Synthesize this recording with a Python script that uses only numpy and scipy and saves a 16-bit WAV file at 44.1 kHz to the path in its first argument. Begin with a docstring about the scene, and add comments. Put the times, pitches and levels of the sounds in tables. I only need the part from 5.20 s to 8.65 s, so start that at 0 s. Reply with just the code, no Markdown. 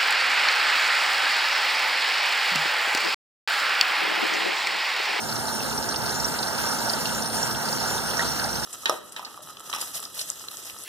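"""In a small bathroom, a tap runs into a ceramic basin while hands are rinsed in the stream, close to a phone.
The churning water is noise that swells in drifting patches, with a fizz of tiny rising tones for bubbles.
Larger bubbles gurgle as gliding tones with a noisy wake; spits are short noisy bursts with a tick, high and low.
Basin, tap and room ring along as narrow resonances over a faint low hum.
The phone's two microphones hear the water with different colour and phase."""
import sys
import numpy as np
from scipy import signal
from scipy.fft import rfft, irfft, next_fast_len
from scipy.io import wavfile
from scipy.ndimage import uniform_filter1d

SR = 44100
rng = np.random.default_rng(int(sys.argv[2]) if len(sys.argv) > 2 else 0)


def log_audio(samples):
    """Write samples as a 16-bit WAV file to the path given in sys.argv[1]."""
    # one column per channel
    frames = np.atleast_2d(samples).T
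    # limit to full scale, then quantise
    limited = np.clip(frames, -1, 1)
    pcm = np.round(limited * 32767).astype(np.int16)
    wavfile.write(sys.argv[1], SR, pcm)


N = 152145

# balance of the hiss between the microphones: pitch_hz [Hz], left_minus_right_db [dB]
BALANCE = [(30, 1.2), (50, 4.5), (70, 4.6), (100, 2.8), (150, 1.7), (300, -2.3), (450, -2.4), (650, -4.5),
           (900, -5.0), (1060, -2.9), (1250, -0.7), (1550, -2.5), (1800, -2.2), (2200, -1.7), (2500, -0.2),
           (2720, -2.0), (3100, -2.4), (3500, -0.5), (3900, -2.2), (4250, 2.0), (4500, -4.7), (4750, 0.0),
           (5050, -1.3), (5350, -6.7), (5650, -5.2), (6000, -1.8), (6500, 0.0), (6850, 0.7), (7500, 0.4),
           (8000, 1.0), (8350, 6.0), (8650, 9.0), (9300, 4.4), (9700, 0.6), (10600, 0.4), (11150, 1.7),
           (11600, 0.5), (11900, 0.0), (12350, 0.3), (12650, 1.5), (12950, -0.0), (13450, -1.4),
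           (13900, 3.7), (14200, 0.2), (14450, -0.3), (14600, -1.5), (14800, -0.0), (15050, 2.1),
           (15300, 0.9), (15500, 1.1)]
# colour of the hiss at the BALANCE frequencies, ahead of swell and balance: level_db [dB per Hz]
HISS_COLOUR = [-93, -86, -66, -69, -62.5, -65, -65.5, -66, -62.5, -69, -64, -64, -71.5, -74.5, -76, -70.5,
               -76, -76, -74, -70, -75, -70.5, -69.5, -71.5, -71, -79, -75.5, -79, -75, -76, -74.5, -69,
               -76.5, -76, -79.5, -75, -84, -85, -77, -82, -87, -83, -80.5, -70, -77, -78, -91, -75, -85,
               -90]


def amp(db):
    """Turns decibels into a plain multiplier."""
    return 10 ** (np.asarray(db) / 20)


def evened(x):
    """Scales a signal to an average (RMS) strength of 1."""
    return x / np.sqrt(np.mean(x ** 2) + 1e-20)


def along(hz, values, table=BALANCE):
    """Reads values, listed at the table's frequencies, at the frequencies hz on a log scale."""
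    table_hz = np.transpose(table)[0]
    return np.interp(np.log(hz + 1), np.log(table_hz + 1), values)


def flow_db(t):
    """Swell of the water's body and treble around their means, in dB at the times t."""
    # loudness of the flow: start_s [s], body_db [dB, below about 2 kHz], treble_db [dB]
    flow_points = [(0.0, -39.5, -40.5), (0.07, -40.5, -39.5), (0.1, -37.5, -39), (0.76, -38.5, -41),
                   (0.93, -36.5, -39), (1.37, -37.5, -39.5), (1.4, -36, -35.5), (1.52, -35, -39.5),
                   (1.66, -37, -38), (1.77, -34, -39), (1.8, -38.5, -38.5), (1.9, -36, -37),
                   (2.11, -39, -41), (2.14, -35.5, -36), (2.4, -37, -40), (2.77, -36.5, -36.5),
                   (2.84, -38.5, -39), (3.03, -34, -37), (3.13, -39.5, -36.5), (3.19, -37, -37.5),
                   (3.42, -40.5, -39), (3.45, -39.5, -32)]
    start_s, *levels = np.transpose(flow_points)
    return [np.interp(t, start_s, db) - np.mean(db) for db in levels]


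def bubble(hz, cycles, rise):
    """A trapped air bubble sings a short dying tone that glides upward."""
    u = np.arange(0, 3, hz / cycles / SR)  # time, where 1 lasts the given number of starting cycles
    fade = np.minimum(u / 0.09, 1) * np.exp(-2.5 * u)
    return fade * np.sin(2 * np.pi * cycles * (u + rise * u ** 2 / 2))


def burst(hz, octaves, envelope):
    """Splashing water as noise around hz under an envelope, filtered from white noise of strength 1."""
    f = np.fft.rfftfreq(len(envelope), 1 / SR) + 1
    band = np.exp(-(np.log2(f / hz) / octaves) ** 2 / 2)
    noise = rfft(rng.standard_normal(len(envelope)))
    return envelope * irfft(noise * band, len(envelope))


def churn():
    """Turbulent water as three unrelated noise streams that share the flow, patches and flicker."""
    steady_below_hz, steady_above_hz = 840, 20000  # swells weaken gradually towards both ends
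    patch_db, flicker_db = 2, 0.5  # before that weakening
    frames, hz = N // 64 + 5, np.fft.rfftfreq(256, 1 / SR)
    z = rng.standard_normal((frames, len(hz), 7)).T
    # patches are smooth over 6 frequency steps and 30 time steps
    patches = uniform_filter1d(z[6], size=6, axis=0)
    patches = evened(uniform_filter1d(patches, size=30, axis=1))
    flicker = evened(uniform_filter1d(rng.standard_normal(frames), size=16))

    body_db, treble_db = flow_db(np.arange(frames) * 64 / SR)
    high = np.clip(np.log2(hz / 1900 + 1e-9), 0, 1)[:, None]  # 0 in the body, 1 in the treble
    lively = hz / (hz + steady_below_hz) / (1 + (hz / steady_above_hz) ** 2)
    swell_db = (1.5 - high) * body_db + high * treble_db
    swell_db = swell_db + patch_db * patches + flicker_db * flicker
    level = amp(lively[:, None] * swell_db)

    # each white stream has strength 1 before it swells
    plain = signal.istft(z[0] + 1j * z[3], nperseg=256, noverlap=192)[1]
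    white = (z[:3] + 1j * z[3:6]) / np.sqrt(np.mean(plain ** 2))
    return signal.istft(white * level, nperseg=256, noverlap=192)[1][:, :N]


def bubbles():
    """A dense random fizz of tiny bubbles: small ones sing high, large ones low."""
    per_s, spread_db, cycles = 900, 4, 9.8
    fizz_db = -12  # against white noise of strength 1, before the flow swells it
    happens = rng.random(N) < per_s / SR
    size = amp(spread_db * np.minimum(rng.exponential(1, N), 5)) * happens
    pitches = np.geomspace(491, 6850, num=30)  # Hz
    kind = rng.integers(0, len(pitches), N)
    fizz = np.zeros(N)
    for k, hz in enumerate(pitches):
        tone = bubble(hz, cycles, 0.22) * hz  # higher tones start stronger
        fizz += signal.oaconvolve(size * (kind == k), tone)[:N]
    body_db = flow_db(np.arange(N) / SR)[0]
    return amp(fizz_db + body_db) * evened(fizz)


def gurgles():
    """Larger bubbles sing a rising tone with a noisy wake; the later hiss colour is undone beforehand."""
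    # larger bubbles: start_s [s], level_db [dB, rough peak before microphone balance], pitch_hz [Hz]
    gurgle_rows = [(1.1902, -27, 885), (1.388, -17, 1495), (1.445, -22, 1180), (1.5056, -21.5, 1390),
                   (1.52, -21.5, 1210), (1.572, -29, 835), (1.614, -21.5, 916), (1.74, -21, 900),
                   (1.681, -22, 888), (2.457, -22, 1464), (2.9935, -12, 1810), (3.006, -16, 1890),
                   (3.017, -21, 1410), (3.022, -20, 907), (3.031, -20, 1300), (3.2195, -20.5, 1530)]
    cycles, rise = 19, 0.072
    wake_db, wake_t60_s, wake_octaves = -8, 0.074, 0.51
    t, out = np.arange(8192) / SR, np.zeros(N + SR)
    wake = np.minimum(t / 0.0011, 1) * amp(wake_db - 60 * t / wake_t60_s)
    for start_s, level_db, hz in gurgle_rows:
        sound = burst(hz, wake_octaves, wake)
        tone = bubble(hz, cycles, rise)
        sound[:len(tone)] += tone
        gain = amp(level_db - along(hz, HISS_COLOUR)) / np.sqrt(SR / 2)
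        out[round(start_s * SR):][:len(t)] += sound * gain
    return out[:N]


def spits():
    """Short noisy bursts with a tick and a brief tail, listed and random small ones, in two draws of noise."""
    # short noisy bursts: start_s [s], level_db [dB, before colour and balance], pitch_hz [Hz, centre]
    spit_rows = [(0.0885, 12, 4830), (0.1241, 11.5, 4600), (0.156, 6, 5600), (0.164, 14, 4460),
                 (0.2892, 9, 5300), (0.3237, 1, 5400), (0.392, 12, 5640), (0.4049, 13, 2660),
                 (0.4279, 10, 5600), (0.5761, 10.5, 5500), (0.6262, 10, 4930), (0.6893, 14.5, 5460),
                 (0.7234, 14, 4700), (0.7438, 15.5, 3130), (0.7597, 16, 4770), (0.8205, 8, 5500),
                 (0.8599, 12.5, 4860), (0.8932, 15, 4750), (0.9491, 9, 4780), (0.9999, 15, 5270),
                 (1.0449, 18.5, 5400), (1.0834, 11.5, 5230), (1.1398, 9, 5540), (1.1878, 13.5, 4570),
                 (1.2285, 18, 4440), (1.2713, 11, 4160), (1.3004, 6, 5400), (1.3504, 10, 4650),
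                 (1.3801, 12.5, 4850), (1.4382, 9, 4720), (1.4708, 11, 5400), (1.5155, 5, 5500),
                 (1.547, 11, 5630), (1.5869, 10, 5230), (1.6187, 3, 5500), (1.6467, 10.5, 5700),
                 (1.6881, 11, 5400), (1.6965, 20.5, 4760), (1.7342, 18, 4800), (1.7865, 7, 2890),
                 (1.8168, 8, 5640), (1.8554, 17, 4400), (1.8561, 15, 2850), (1.8939, 10, 2930),
                 (1.9236, 8.5, 4320), (2.0208, 10, 5500), (2.0592, 14.5, 5500), (2.1385, -1, 5500),
                 (2.1667, 9, 4800), (2.2277, 17, 5700), (2.2737, 9, 5600), (2.3111, 4, 5600),
                 (2.3488, 12.5, 3180), (2.4538, 12, 5460), (2.4867, 15, 4940), (2.5266, 15.5, 4860),
                 (2.6014, 12.5, 5370), (2.6478, 1, 4800), (2.7059, 5, 3380), (2.7508, 8, 5400),
                 (2.7799, 15, 3630), (2.9008, 8, 5550), (2.9119, 11, 3300), (2.9707, 18.5, 5600),
                 (2.9945, 12.5, 3530), (3.0251, 12.5, 3240), (3.0317, 6, 4300), (3.042, 2, 5600),
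                 (3.0724, 6, 5600), (3.1173, 9, 4400), (3.1971, 14, 4760), (3.2421, 15, 4830),
                 (3.2929, 8, 5500), (3.3288, 9, 5500), (3.3546, 11, 5200), (3.3974, 12, 5000)]
    small_per_s, small_db, small_hz = 50, 8, 5100
    rise_s, t60_s, octaves = 0.0019, 0.027, 0.19
    tail_db, tail_t60_s = -5, 0.052
    tick_db, tick_cycles = -1, 5.5
    rows = list(spit_rows)
    for a, b, c in rng.random((int(small_per_s * N / SR), 3)):
        # random start, a level mostly below small_db, and a pitch around small_hz
        rows.append((a * N / SR, small_db + 4 * np.log(b + .01), small_hz * (0.76 + 0.47 * c)))

    t, out = np.arange(4096) / SR, np.zeros((2, N + SR))
    fade = amp(-60 * t / t60_s) + amp(tail_db - 60 * t / tail_t60_s)
    shape = np.minimum(t / rise_s, 1) * fade
    widths = .5 + rng.random(len(rows))
    for (start_s, level_db, hz), wide in zip(rows, widths):
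        # a wider band is turned down to keep its strength
        sound = np.array([burst(hz, wide * octaves, shape / np.sqrt(wide)) for _ in out])
        tick = bubble(hz, tick_cycles, 0.0012)
        sound[:, :len(tick)] += amp(tick_db) * tick  # the same tick in both draws
        out[:, round(start_s * SR):][:, :len(t)] += amp(level_db) * sound
    return out[:, :N]


def ringing(hz, shaking):
    """Basin, tap and room resonate at their own frequencies when the water shakes them."""
    # modes: pitch_hz [Hz], width_hz [Hz], left_db and right_db [dB per Hz, before trim], left_lead [rad]
    modes = [(67, 8, -53, -58, -2.2), (120, 9, -55, -57.5, -1.6), (147, 10, -56, -58.5, -1.5),
             (258, 10, -54, -58, -1.7), (511, 25, -67, -61.5, -.5), (678, 11, -65, -54, .8),
             (906, 75, -63.5, -57.5, 0), (1468, 26, -63, -60, -.7), (1536, 25, -63, -60.5, -1.4),
             (1619, 18, -62, -57.5, -1.5), (5665, 80, -62, -58.5, 2), (6211, 12, -61, -60.5, .1),
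             (7048, 7, -56, -55, 0), (7275, 6, -56, -59, -2.4), (9050, 6, -54.5, -55.5, -.3),
             (10265, 32, -60, -58, 2.7), (13750, 26, -77, -71, 2.5)]
    trim_db = -.5
    left, right = 0, 0
    for mode_hz, width_hz, left_db, right_db, left_lead in modes:
        off = 2j * (hz - mode_hz) / width_hz
        # the second factor makes a mode fall off faster far from its pitch
        ring = amp(trim_db) * shaking / (1 + off) / (1 + off / 5.9)
        left = left + amp(left_db) * ring
        right = right + amp(right_db) * np.exp(-1j * left_lead) * ring
    return left, right


def hum():
    """A low tone whose level wavers slowly and alike in both microphones, with a fixed phase lead between them."""
    pitch_hz, level_db, waver_db, left_lead = 221.8, -44.5, 1.5, -1.1  # lead in rad
    t = np.arange(N) / SR
    slow = [np.sin(2 * np.pi * (f * t + rng.random())) for f in np.geomspace(.3, 3, num=12)]
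    waver = evened(sum(slow))
    turn = 2 * np.pi * pitch_hz * t
    return np.sqrt(2) * amp(level_db + waver_db * waver) * np.sin([turn + left_lead, turn])


def causal(db):
    """Filter with the given gains whose response starts sharply and rings afterwards (minimum phase)."""
    log_gain = np.log(amp(np.concatenate([db, db[-2:0:-1]])))
    return np.exp(np.conj(signal.hilbert(log_gain))[:len(db)])


def scene():
    """The water reaches both microphones by a broad coloured path and by the ringing modes."""
    # likeness of the hiss in both microphones: pitch_hz [Hz], likeness [0-1], left_lead [rad]
    likeness_rows = [(50, 0.99, -2.2), (150, 0.99, -1.4), (300, 0.35, -1.8), (450, 0.82, -0.3),
                     (650, 0.67, 0.5), (900, 0.96, -0.1), (1060, 0.84, -1.4), (1250, 0.98, 0.1),
                     (1550, 0.87, -1.2), (1900, 0.84, -1.5), (2200, 0.71, -2.5), (2360, 0.995, 3.14),
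                     (2590, 0.997, 3.14), (2650, 0.7, 2.8), (2950, 0.44, 3.0), (3200, 0.32, -0.3),
                     (3500, 0.93, -0.0), (3900, 0.74, 0.2), (4080, 0.5, -1.1), (4300, 0.82, 0.3),
                     (4500, 0.38, -2.7), (4750, 0.67, 2.4), (5050, 0.95, 3.0), (5350, 0.45, 1.7),
                     (5750, 0.76, 1.6), (6050, 0.29, 0.7), (6700, 0.83, 0.2), (7150, 0.32, 3.1),
                     (7500, 0.65, -3.0), (7720, 0.92, 3.1), (8120, 0.94, 3.1), (8450, 0.45, -1.0),
                     (9000, 0.83, -0.4), (9450, 0.64, -0.0), (9850, 0.66, 3.1), (10120, 0.97, 3.1),
                     (10650, 0.96, 3.1), (10850, 0.75, 2.9), (11150, 0.58, -1.1), (11600, 0.97, -0.0),
                     (12050, 0.93, -0.0), (12350, 0.61, -1.4), (12850, 0.96, 3.1), (13200, 0.6, 2.8),
                     (13550, 0.56, 0.1), (13800, 0.31, 2.8), (14200, 0.9, -0.7), (14600, 0.55, -2.6),
                     (14950, 0.53, -1.5), (15200, 0.87, 3.1)]
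    spit_tilt_db, spit_ring_db = -2, -1.5  # left-minus-right tilt of the spits; their share in the ringing
    size = 2 * next_fast_len(N // 2 + SR // 2)
    hz = np.fft.rfftfreq(size, 1 / SR)

    main, other, shaking = churn()
    spray, scattered = spits()
    main = rfft(main + bubbles(), size)
    other = rfft(other + scattered, size)
    near = rfft(spray, size)
    slosh = rfft(gurgles(), size)
    shaking = rfft(shaking + amp(spit_ring_db) * spray, size)

    _, like, left_lead = np.transpose(likeness_rows)
    pair = along(hz, like * np.exp(-1j * left_lead), likeness_rows)
    unlike = np.sqrt(1 - np.minimum(abs(pair), 1) ** 2)
    colour = causal(along(hz, HISS_COLOUR))
    tilt = amp(along(hz, np.transpose(BALANCE)[1]) / 2)
    spit_tilt = amp(spit_tilt_db / 2)

    left = colour * tilt * (main + spit_tilt * near + slosh)
    # gurgles are not weakened by the likeness, only shifted in phase by it
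    shared = pair * (main + near / spit_tilt + slosh / abs(pair + 1e-9))
    right = colour / tilt * (shared + unlike * other)
    ring_left, ring_right = ringing(hz, shaking)
    both = np.array([left + ring_left, right + ring_right])
    return np.sqrt(SR / 2) * irfft(both, size)[:, :N] + hum()


def record(dry):
    """The phone's bass roll-off below 61 Hz and its band limit at 15520 Hz."""
    bass_cut = signal.butter(8, 61, "high", fs=SR, output="sos")
    thin = signal.sosfilt(bass_cut, dry)
    band_limit = signal.firwin(511, 15520, window=("kaiser", 9), fs=SR)
    return signal.oaconvolve(thin, band_limit[None], "same")


dry = scene()
out = record(dry)
log_audio(out)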